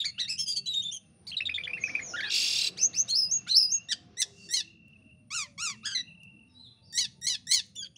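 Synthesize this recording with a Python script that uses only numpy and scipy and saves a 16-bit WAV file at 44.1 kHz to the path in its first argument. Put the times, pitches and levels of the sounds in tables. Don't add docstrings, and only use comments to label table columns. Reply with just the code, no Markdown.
import sys
import numpy as np
from scipy import signal
from scipy.fft import rfft, irfft, next_fast_len
from scipy.io import wavfile
from scipy.ndimage import uniform_filter1d

SR = 44100
rng = np.random.default_rng(int(sys.argv[2]) if len(sys.argv) > 2 else 0)


def waveform_to_disk(signal):
    frames = np.transpose(np.atleast_2d(signal))
    scaled = np.clip(frames, -1, 1) * 32767
    samples = np.round(scaled).astype(np.int16)
    wavfile.write(sys.argv[1], SR, samples)


def gain_from_decibels(decibels):
    exponent = np.asarray(decibels, float) / 20
    return 10 ** exponent


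N = 351477

# share of length (0-1), share of the glide to the aimed pitch, under_db
DROOP = [(0, 0.15, -7), (0.351, 0.28, 1.5), (1.001, 0.82, -5)]
SNAP = [(0, 0.1, 1), (1, 0.84, -2)]
# 2nd, 3rd, 4th, 5th harmonic over the first [dB]
CLEAR = (-23.5, -34.5, -48, -65)
THIN = (3, -7, -55, -64)


def curve(table, start=0, count=N):
    s, *columns = np.transpose(table)
    times = (start + np.arange(count)) / SR
    return [np.interp(times, s, column) for column in columns]


def unit(x):
    return x / np.sqrt(np.mean(x ** 2))


def wobble(hz, count=N):
    smooth = signal.butter(5, hz, fs=SR, output="sos")
    return unit(signal.sosfilt(smooth, rng.standard_normal(count + 2000))[2000:])


def swing(hz):
    return 2 * np.pi * np.cumsum(hz) / SR


def colour(x, points):
    hz, db = np.transpose(points)
    size = next_fast_len(len(x))
    f = np.maximum(np.arange(size // 2 + 1) * SR / size, 1)
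    gain = gain_from_decibels(np.interp(np.log(f), np.log(hz), db))
    return irfft(rfft(x, size) * gain, size)[:len(x)]


def echo(x, t60, damp_hz):
    t = np.arange(int(.5 * SR)) / SR
    tail = rng.standard_normal(len(t)) * np.exp(-np.log(1000) * t / t60) * (t > .003)
    tail = signal.lfilter(*signal.butter(1, damp_hz, fs=SR), tail)
    return signal.fftconvolve(x, tail / np.sqrt(np.sum(tail ** 2)))[:N]


def lumpy(x):
    lump_db = 4
    edges = [(20, 120), (120, 220), (220, 330), (330, 480), (480, 700), (700, 1100), (1100, 20000)]
    out = np.zeros(N)
    for low_hz, high_hz in edges:
        band = signal.sosfilt(signal.butter(3, (low_hz, high_hz), "band", fs=SR, output="sos"), x)
        depth_db = lump_db * min(low_hz / 220, 1, 500 / low_hz)
        out += band * gain_from_decibels(depth_db * wobble(5))
    return out


def yard():
    # pitch_hz, level_db per Hz
    traffic_colour = [(21, -35.5), (35, -14.5), (172, -4), (332, -26), (1870, -56), (2690, -44),
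                      (3610, -63.5), (8000, -62.5), (10400, -76.5), (17600, -120)]
    # time_s, level_db
    motor_level = [
        (1.1, -68.5),
        (1.4, -62),
        (1.9, -47.5),
        (3.1, -52),
        (3.6, -60.5),
        (4.2, -61.5),
        (4.8, -72.5),
        (7.97, -78),
    ]
    # pitch_hz, level_db
    motor_tones = [(489.9, -70), (532.9, -78), (667.5, -69.5)]
    rumble = unit(colour(rng.standard_normal(N), traffic_colour)) * gain_from_decibels(-53.5 + 1.5 * wobble(2))
    tones = np.zeros(N)
    for hz, db in motor_tones:
        pitch = hz * (1 + .01 * wobble(4) + .03 * wobble(40))
        tones += gain_from_decibels(db + 57 + 5 * wobble(3)) * np.sin(swing(pitch))
    road_colour = [(150, 2.0), (350, 2.0), (2000, -11.5), (6000, -14.5), (9000, -64.0)]
    road = unit(colour(rng.standard_normal(N), road_colour))
    passing = gain_from_decibels(curve(motor_level)[0])
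    return lumpy(rumble + passing * road) + passing * 0.92 * tones


def drones():
    # start_s, length_s, first_hz, last_hz, level_db
    hums = [(0.496, 0.34, 410, 378, -61.5), (0.894, 0.48, 815.6, 775, -74), (0.993, 0.098, 628, 594, -69),
            (1.203, 0.53, 86, 87.2, -53.5), (2.5, 0.75, 179, 177, -58), (3.753, 0.64, 720, 699, -66),
            (4.054, 0.59, 411, 390.5, -61), (4.391, 0.48, 335, 324, -59.5),
            (4.656, 0.37, 221, 221.3, -61.5), (4.853, 0.57, 652, 591, -72), (5.408, 0.19, 610, 547, -65),
            (5.606, 0.32, 217.6, 220.4, -57), (5.802, 1.6, 887, 899, -75.5), (6.0, 0.85, 1197, 1156, -82),
            (6.048, 0.22, 609, 607, -75.5), (6.352, 0.4, 251, 245.3, -58), (7.198, 0.38, 249, 247.7, -61),
            (7.6, 0.65, 490, 550, -68.5)]
    out = np.zeros(N)
    for s, length, first, last, db in hums:
        start = int(s * SR)
        count = min(int(length * SR), N - start)
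        hz = np.linspace(first, last, count) * (1 + 4 / first * wobble(25, count))
        swell = np.sqrt(np.sin(np.linspace(0, np.pi, count)).clip(min=0))
        swell = swell * gain_from_decibels(db + 4 * wobble(12, count))
        out[start:start + count] += swell * np.sin(swing(hz))
    return out


def insects():
    cricket_spells = [
        [(2.7, -61), (3.8, -49.5), (3.95, -69), (4.25, -85), (4.4, -55.5), (5.13, -55), (5.3, -81)],
        [(5.7, -56), (6.374, -50.5), (6.6, -87)],
        [(6.77, -59.5), (6.85, -73), (7.2, -79)],
        [(.08, -67), (.2, -47), (1.1, -73.5), (1.25, -87)],
    ]
    # time_s, level_db
    hiss_level = [
        (2.2, -68.5),
        (2.7, -74),
        (4.8, -104),
        (5.0, -77.5),
    ]
    db = np.full(N, -95.)
    for table in cricket_spells:
        a, b = int(table[0][0] * SR), int(table[-1][0] * SR)
        db[a:b] = curve(table, a, b - a)[0]
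    throb = 1 + .4 * np.sin(swing(38 * (1 + .1 * wobble(6)))) + .3 * wobble(80)
    wing = np.sin(swing(2720 * (1 + .02 * wobble(120)))) * throb * gain_from_decibels(3 * wobble(10))
    cricket = unit(wing) * gain_from_decibels(uniform_filter1d(db, size=2000))
    hiss = colour(rng.standard_normal(N), [(8000, -29), (9300, 16.5), (10800, -39.0)])
    return cricket + unit(hiss) * gain_from_decibels(curve(hiss_level)[0] + 1.5 * wobble(20))


def note(table, overtones_db, rough, half_db=-80):
    start = int(table[0][0] * SR)
    count = min(int(table[-1][0] * SR), N) - start
    hz, db = curve(table, start, count)
    hz = uniform_filter1d(hz, size=130, mode="nearest")
    grain = rough + .05
    rough = rough + np.clip((db + 25) / 25, 0, .35)
    rough = rough * np.clip((7000 - hz) / 1400, .2, 1)
    waver = 14 / hz * wobble(60, count) + .075 * rough.clip(max=.35) * wobble(250, count)
    phase = swing(hz * (1 + waver))

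    orders = np.arange(1, 14.1, .5)[:, None] - .5
    shape = np.interp(orders, [0, 1, 2, 3, 4, 5], [-24, 0, *overtones_db])
    beak_hz = np.maximum(7500, orders.clip(max=5) * hz)
    fall = -5 * np.clip(orders * hz - beak_hz, 0, None) / 1000
    fall = fall - 2.9 * (orders - 5).clip(min=0)
    fall = fall - 22 * np.clip((hz - 5700) / 600, 0, 1) * (orders > 1)
    fall = fall + .31 * (db - db.max()) * (orders - 2).clip(0, 5)

    slow = signal.butter(4, 450, fs=SR, output="sos")
    fray = signal.sosfilt(slow, rng.standard_normal((len(orders), count))) * 7
    fray = 1 + gain_from_decibels(-8.5) * np.clip(orders * hz / 7400, 0, 1.5) ** 2 * fray * (orders > 1)
    gains = fray * gain_from_decibels(shape + fall.clip(min=-36) + half_db * (orders % 1 > 0))
    gains = gains * (orders * hz < SR / 2.5)

    shake = 1 + .85 * rough.clip(max=.3) * wobble(130, count) + .3 * min(grain, .6) * wobble(1000, count)
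    shake = shake + gain_from_decibels(-25) * min(grain, .5) * wobble(1600, count)
    to_end = np.minimum(np.arange(count), np.arange(count)[::-1])
    edge = np.sin(np.clip(to_end / (.004 * SR), 0, 1) * np.pi / 2) ** 2
    tone = np.sum(gains * np.cos(orders * phase + .1 * orders ** 2), axis=0)
    tone = tone / np.sqrt(np.sum(gain_from_decibels(shape[1::2]) ** 2) / 2)
    out = np.zeros(N)
    out[start:start + count] = tone * shake * edge * gain_from_decibels(db)
    return out


def sing(syllables, contour, voice, rough):
    share, glide, under_db = np.transpose(contour)
    out = np.zeros(N)
    for s, length, first, aim, db in syllables:
        path = np.transpose([s + share * length, first + glide * (aim - first), db + under_db])
        out += note(path, voice[:4], rough, *voice[4:])
    return out


def far_bird():
    # start_s, length_s, first_hz, aim_hz, level_db
    dives = [
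        (1.79, 0.1, 6640, 5070, -48.5),
        (2.0, 0.12, 6950, 5140, -44),
        (6.625, 0.052, 4050, 3340, -54),
    ]
    peeps = [
        (4.38, 0.083, 4600, 4600, -77),
        (6.47, .06, 3890, 3780, -95),
        (6.54, .1, 3860, 4080, -73.5),
        (6.87, 0.092, 4660, 4596, -74),
    ]
    hazes = [
        (6.47, 0.086, 5650, 4450, -82),
        (6.815, 0.057, 4370, 6000, -71),
    ]
    # share of length (0-1), share of glide, under_db
    dive = [(0, 0.01, -38.5), (0.261, 0.036, -6.5), (1.002, 1, -11)]
    peep = [(0, 0, -1), (.55, 0.8, 12), (1, .6, 13)]
    faint = (-32, -50.5, -62, -49)
    direct = sing(dives, dive, faint, .05) + sing(peeps, peep, faint, .12)
    return direct + .75 * echo(direct + sing(hazes, DROOP, faint, .3), .45, 9000)


def ticks():
    # time_s, level_db
    clicks = [(4.8564, -72), (4.8818, -46), (5.305, -60), (5.58, -58), (6.2337, -42.5), (6.926, -27),
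              (7.214, -38), (7.47, -33), (7.6644, -49), (7.6944, -57), (7.757, -38.5), (7.763, -44),
              (.658, -45)]
    out = np.zeros(N)
    for s, db in clicks:
        start = int(s * SR)
        out[start:start + 60] = gain_from_decibels(db) * rng.standard_normal(60) * np.exp(-np.arange(60) / 15)
    return signal.sosfilt(signal.butter(2, 5000, "high", fs=SR, output="sos"), out)


def rustle():
    # time_s, level_db
    shake_level = [
        (4.15, -125),
        (4.3, -63),
        (4.47, -53.5),
        (4.6, -125),
    ]
    hiss = colour(rng.standard_normal(N), [(2500, -22), (5500, 4.0), (9000, -9.5), (11000, -29.0)])
    return unit(hiss) * gain_from_decibels(curve(shake_level)[0])


def rasp():
    # time_s, level_db, trill_hz (arcs a second), rattle_hz
    trill = [
        (2.292, -27.5, 51.7, 3200),
        (2.345, -22, 49.6, 4470),
        (2.39, -25, 49.3, 4865),
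        (2.44, -25.5, 50.2, 4980),
        (2.5, -27, 42.7, 4900),
        (2.57, -26.5, 34.9, 4860),
        (2.67, -28, 36.9, 4700),
        (2.695, -31, 36.7, 4670),
    ]
    # time_s, level_db, pitch_hz
    pips = [
        (2.5, -31.5, 3450),
        (2.565, -23.5, 3600),
        (2.62, -18.5, 4100),
        (2.68, -19, 3910),
    ]
    # pitch_hz, level_db
    air_colour = [(1200, -33.5), (2500, -16), (3300, -2.5), (5200, -3.5), (5900, -23), (6500, -10.5),
                  (9000, -24), (15800, -33.5)]
    t = np.arange(N) / SR
    db, rate, high_hz = curve(trill)
    turn = np.cumsum(rate) / SR
    turn = (turn - turn[int(2.4 * SR)] + .5) % 1

    arc = swing(2830 * (1 - 1.05 * (turn - .5) ** 2 + .005 * wobble(200)))
    octave = 1.1 * turn * (1 + .3 * wobble(300)) * np.sin(2 * arc)
    low = np.sqrt(np.sin(np.pi * turn)) * (.6 * np.sin(arc) + octave)

    rattle = (1 + .6 * np.cos(2 * np.pi * (turn - .7))) * (1 + .45 * wobble(350))
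    rattle = rattle * np.sin(swing(high_hz * (1 + .065 * wobble(300))))

    pip_db, pip_hz = curve(pips)
    angle = swing(pip_hz * (1 + 0.013 * wobble(180)))
    pip = gain_from_decibels(pip_db) * np.exp(-((turn - .74) / .13) ** 2)
    pip = pip * (np.sin(angle) + gain_from_decibels(-11.5) * np.sin(2 * angle))

    buzz = swing(1270 * (1 + .015 * wobble(400)))
    bands = sum(np.sin(k * buzz + k * k) * (1 + wobble(120)) for k in range(5, 13))
    air = unit(colour(rng.standard_normal(N) + 1.1 * unit(bands), air_colour))
    air = air * np.clip((t - 2.29) / 0.074, 0, 1)
    on = np.clip(np.minimum(t - trill[0][0], trill[-1][0] - t) / .012, 0, 1)
    return on * (gain_from_decibels(db) * (low + gain_from_decibels(-3.5) * rattle + gain_from_decibels(-2.5) * air) + pip)


def two_voices():
    # start_s, length_s, first_hz, aim_hz, level_db
    climbs = [(.37, 0.079, 2755, 3465, -35), (.458, 0.083, 2927, 3480, -38), (.503, 0.053, 3360, 3710, -49),
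              (.555, 0.05, 2820, 3595, -38.5), (7.75, 0.04, 2730, 3000, -48.5)]
    strokes = [(.657, 0.033, 2660, 3530, -38), (.733, 0.025, 2700, 3540, -37.5),
               (.818, 0.036, 2860, 3530, -37.5), (7.958, 0.017, 2360, 3700, -46)]
    high_whistles = [(.385, 0.062, 5470, 5120, -27.5), (.458, 0.11, 4940, 4570, -29),
                     (.56, 0.034, 4573, 4503, -23.5), (.657, 0.099, 4095, 3580, -28.5),
                     (.746, 0.07, 3697, 3700, -26), (.836, 0.069, 3526, 3580, -30.5)]
    # share of length (0-1), share of glide, under_db
    climb = [(0, 0.1, -10), (0.302, 0.64, 7), (1, 0.61, -13)]
    stroke = [(0, 0.13, -4), (.6, 0.81, 3.5), (1.001, 1, -18)]
    mellow = (-4, -21, -43, -60)
    # pitch_hz, level_db
    coupling = [(1500, -22), (3000, 29), (8000, 21.5), (12000, -2)]
    low = sing(climbs, climb, THIN, .28) + sing(strokes, stroke, mellow, .15)
    high = sing(high_whistles, DROOP, CLEAR, .14)
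    return low + high + colour(low * high, coupling)


def clear_whistles():
    # start_s, length_s, first_hz, aim_hz, level_db
    crowns = [(3.311, 0.085, 6050, 6670, -21.5), (3.715, 0.0757, 6070, 6610, -22)]
    hooks = [(1.402, 0.027, 1600, 2603, -26.5), (1.487, 0.041, 1460, 2440, -28),
             (1.576, 0.042, 1600, 2314, -29), (1.667, 0.049, 1350, 2310, -30.5),
             (1.767, 0.069, 1470, 2113, -38.5), (1.875, 0.1, 1430, 2290, -35.5),
             (1.99, 0.041, 1316, 2120, -34)]
    bows = [(1.732, 0.051, 2320, 2740, -12.5), (1.837, 0.042, 2300, 2555, -8),
            (1.95, 0.048, 2240, 2534, -10)]
    gurgles = [(2.135, .105, 1362, 1966, -25.5)]
    flicks = [(2.24, 0.066, 3560, 5040, -31.5)]
    soars = [(2.81, 0.072, 5860, 6504, -16.5), (2.972, 0.061, 5720, 6480, -17.5)]
    stairs = [(3.077, .237, 3526, 6430, -19), (3.48, .236, 3235, 6607, -15.5)]
    vaults = [(.911, 0.064, 2710, 3276, -34.5)]
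    fades = [(7.76, .08, 3640, 3030, -35.5)]
    # share of length (0-1), share of glide, under_db
    crown = [(0, 0, -1), (.3, 0.93, -1.5), (.5, 1, -2.5), (1, 0.62, -13.5)]
    hook = [(0, 0, -13), (.26, 1.1, 5.5), (0.439, 1.03, -10.5), (1, 1.06, 1)]
    bow = [(0, 0, -3.5), (.15, 0.916, -14.5), (.5, 1, -26.5), (1, 0, -22.5)]
    gurgle = [(0, 0.14, -6), (.2, 0.053, -8.5), (.33, 1, -9), (.39, 0.74, -4), (.64, 0.2, -4.5),
              (.71, 1.635, 1.5), (.78, .8, -17.5), (.88, 0.43, -5.5), (1, .9, 3.5)]
    flick = [(0, 0, -2), (.3, .2, -2), (0.801, .97, -12), (1, 0.6, -11)]
    soar = [(0, 0.22, -13), (.4, .6, 1), (.7, 1, -2.5), (1, 0.84, -20)]
    stair = [(0, 0.011, -27), (.12, 0.29, -5.5), (.27, .23, -6), (0.385, 0.62, 1.5), (0.708, 0.53, -4.5),
             (.88, 0.48, -19), (1.001, .75, -13.5)]
    vault = [(0, 0, -8), (.3, 0.99, 2), (0.548, 1, 0.5), (0.802, 0.78, -4.5), (0.999, 0.51, 9)]
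    pure = (-57, -72, -53.5, -44)
    smooth = (-24, -54, -40.5, -60.5)
    dull = (-31.5, -42.5, -41, -55)
    gargle = (-6.5, -22.5, -42, -31)
    shrill = (-17.5, -53.5, -64, -54)
    flute = (-27.5, -35, -80, -76)
    twin = (-5, -25, -64, -66)
    return sum(sing(*kind) for kind in [
        (crowns, crown, pure, .1), (hooks, hook, smooth, .2), (bows, bow, dull, .06),
        (gurgles, gurgle, gargle, .12), (flicks, flick, pure, .15), (soars, soar, shrill, .2),
        (stairs, stair, flute, .1), (vaults, vault, THIN, .22), (fades, DROOP, twin, 0)])


def reedy_calls():
    # start_s, length_s, first_hz, aim_hz, level_db
    chirps = [(.04, 0.0702, 1476, 2458, -28.5)]
    cheeps = [(.275, .09, 1865, 2710, -21.5)]
    quacks = [(.178, 0.0865, 1192, 2074, -18.5)]
    leads = [(2.765, 0.065, 1106, 2730, -30), (2.93, 0.054, 1563, 2726, -29.5),
             (3.075, 0.044, 2070, 3235, -30.5), (3.465, 0.066, 1350, 3040, -36.5)]
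    grits = [(2.764, 0.033, 1227, 2243, -42), (2.928, 0.0077, 1470, 2320, -53),
             (2.948, 0.0085, 3030, 5400, -51.5), (3.074, 0.041, 2006, 3060, -41),
             (3.463, 0.037, 1295, 2375, -42)]
    checks = [(3.885, .04, 1797, 1990, -11.5)]
    hoots = [(5.303, 0.17, 1069, 1455, -20), (5.577, 0.18, 1072, 1463, -20.5)]
    yelps = [(5.829, 0.1156, 1160, 1670, -28.5)]
    hiccups = [(5.945, 0.072, 2095, 1942, -22.5)]
    small_pips = [(7.819, 0.034, 1623, 1463, -36.5)]
    # share of length (0-1), share of glide, under_db
    scoop = [(0, 0.075, -7), (.22, 0.94, 3.5), (.45, 0.68, -1.5), (1, .7, -10.5)]
    hump = [(0, 0.12, -16.5), (0.3, 1, -5), (.45, 0.84, -5.5), (1.001, 0.74, -17.5)]
    lead = [(0, 0.063, -20.5), (0.401, .9, -2.5), (1, 1, -2)]
    hunch = [(0, 0.04, -20.5), (.57, 1, -18), (1, -.2, -4)]
    arch = [(0, -0.017, -11), (0.291, 0.92, -3.5), (0.549, 0.43, -3.5), (0.751, .15, -7), (1, -0.44, -26.5)]
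    yelp = [(0, 0.042, -19), (0.169, 0.57, -6.5), (.27, 1, 4), (.6, .88, -3.5), (1.001, 0.757, -2.5)]
    hiccup = [(0, -.3, -13), (.14, 0.18, 3.5), (.21, .7, -1.5), (1, 0.98, -9.5)]
    # 2nd to 5th harmonic over the first [dB], then perhaps the half-orders [dB]
    reedy = (8, -2.5, -13, -28)
    nasal = (17, 2.5, -8, -12.5)
    gruff = (9.5, -13, -22, -60.5)
    gritty = (10.5, 12, 1.5, -8, -14.5)
    tight = (9, 8.5, 3, -3)
    horn = (6.7, 2.7, 7.2, 7.1)
    sour = (2, 5, 1.5, -5.5)
    blunt = (11, 1.5, -16, -18)
    odd = (-26, 15, -7, -34)
    return sum(sing(*kind) for kind in [
        (chirps, scoop, reedy, .26), (cheeps, hump, reedy, .26), (quacks, hump, nasal, .18),
        (leads, lead, gruff, .5), (grits, lead, gritty, .6), (checks, hunch, tight, .08),
        (hoots, arch, horn, .11), (yelps, yelp, sour, .2), (hiccups, hiccup, blunt, .06),
        (small_pips, DROOP, odd, 0)])


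def breaking_calls():
    # start_s, length_s, first_hz, aim_hz, level_db
    swells = [(4.487, 0.053, 1740, 2032, -20.5), (6.927, 0.052, 1766, 2017, -20),
              (7.215, 0.047, 1834, 2010, -22)]
    snaps = [(3.921, 0.0145, 1790, 1385, -22), (4.215, 0.01794, 2090, 1590, -18.5)]
    breaks = [(4.535, 0.029, 2052, 2160, -21), (6.974, 0.03, 1979, 2225, -20),
              (7.265, 0.027, 1975, 2224, -21.5), (7.511, .042, 2008, 2253, -17)]
    sags = [(4.563, 0.051, 2047, 1680, -22.5), (7.002, 0.058, 2050, 1618, -23.5),
            (7.294, .065, 2045, 1643, -24), (7.549, 0.056, 2125, 1650, -21)]
    surges = [(7.468, 0.053, 1763, 2090, -16.5)]
    caps = [(4.168, 0.046, 1830, 2064, -18)]
    # share of length (0-1), share of glide, under_db
    swell = [(0, 0.27, -13), (.15, 0.21, -17.5), (0.551, 0.5, -9), (1, 0.8, -7)]
    crack = [(0, 0, -0.71), (0.598, 0.92, -1.8), (1, 1, 0)]
    sag = [(0, 0, -0.5), (0.699, .4, -6), (0.999, 1, -4.5)]
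    surge = [(0, 0, -14), (.3, .5, -18), (.8, .75, -9.5), (1, 1, -11.5)]
    cap = [(0, 0, -18), (.6, .95, -9), (.85, 1, -1), (1, .9, 0)]
    # 2nd to 5th harmonic over the first [dB], then perhaps the half-orders [dB]
    brass = (2, 8, 4.5, -0.5)
    torn = (15, 16, 7.5, 3, -10.5)
    cracked = (13.5, 9, 2.5, -9.5, -9)
    split = (15.5, 12.5, -3.5, -1.5, -2.5)
    return sum(sing(*kind) for kind in [
        (swells, swell, brass, 0), (snaps, SNAP, torn, .8), (breaks, crack, cracked, .05),
        (sags, sag, split, .14), (surges, surge, brass, 0), (caps, cap, brass, 0)])


def scratchy_notes():
    # start_s, length_s, first_hz, aim_hz, level_db
    pecks = [(1.315, 0.036, 2240, 3250, -29), (1.365, 0.028, 3490, 3953, -19),
             (1.453, 0.025, 3110, 3790, -20), (1.54, 0.03, 3150, 3676, -21),
             (1.634, 0.026, 2530, 3594, -24)]
    bursts = [(1.267, 0.0435, 3610, 4645, -30)]
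    scrapes = [(7.843, 0.031, 3300, 3183, -41.5)]
    tails = [(0, 0.034, 3620, 3560, -27.5)]
    croaks = [(2.238, 0.058, 1745, 1600, -35), (3.464, 0.031, 1325, 1723, -45.5)]
    # share of length (0-1), share of glide, under_db
    peck = [(0, 0.11, -4.5), (.2, 0.91, -5), (.55, .92, -9.5), (1, 0.46, -3.5)]
    # 2nd to 5th harmonic over the first [dB], then perhaps the half-orders [dB]
    husky = (-30.5, -63, -84.5, -55)
    harsh = (-18.5, -27, -50, -60, -10)
    croaky = (-4, -27, -40, -32.5, -2.5)
    return sum(sing(*kind) for kind in [
        (pecks, peck, husky, .27), (bursts, peck, harsh, .5), (scrapes, SNAP, harsh, 1),
        (tails, SNAP, CLEAR, .5), (croaks, SNAP, croaky, 1.3)])


def song():
    slips = [0.0023, 0.012, 0.014, 0.021, 0.071, .203, 0.208, 0.23, 0.52, 0.25, .418, .431, .851, 1.9,
             1.376, 1.414, 2.4, 1.7, 2.6, 2.7, 2.5, 3.175, 2.9, 3.209, 2.8, 4.5, 4, 3.604, 4.3, 3.634,
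             5.868, 5.873, 5.882, 5.896, 5.905, 5.918, 5.7, 5.974, 5.984, 5.99]
    notes = two_voices() + clear_whistles() + reedy_calls() + breaking_calls() + scratchy_notes()
    for s in slips:
        notes = notes * np.tanh((np.arange(N) / SR - s) / .0005)
    return notes


def sheen(x):
    high = signal.sosfilt(signal.butter(3, [9300, 11800], "band", fs=SR, output="sos"), x)
    hiss_colour = [(13800, -44), (14700, -6.5), (15100, 3.0), (15650, -10.5), (16000, -53)]
    hiss = unit(colour(rng.standard_normal(N), hiss_colour))
    return gain_from_decibels(-15) * hiss * uniform_filter1d(high ** 2, size=200) / gain_from_decibels(-45)


def scene():
    voice = signal.sosfilt(signal.butter(4, 950, "high", fs=SR, output="sos"), song())
    near = voice + rasp() + ticks() + rustle()
    early = gain_from_decibels(-9) * echo(near, .05, 9000)
    walls = gain_from_decibels(-22.0) * echo(near, 0.32, 4700)
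    loud = uniform_filter1d(np.abs(near), size=2500)
    duck = gain_from_decibels(-5 * loud / (loud + gain_from_decibels(-23.5)))
    background = duck * (insects() + yard() + drones())
    return (near + early + walls + gain_from_decibels(12.0) * far_bird() + background + sheen(near))[None]


def roll_off(x):
    return signal.sosfilt(signal.butter(12, 16670, fs=SR, output="sos"), x)


def record(dry):
    heard = colour(dry[0], [(35, -30.0), (80, -5.0), (11300, -3.5), (13000, -20.5), (15300, -3)])
    heard = signal.sosfilt(signal.ellip(12, .2, 70, 15750, fs=SR, output="sos"), heard)
    return roll_off(heard[None])


dry = scene()
out = record(dry)
waveform_to_disk(out)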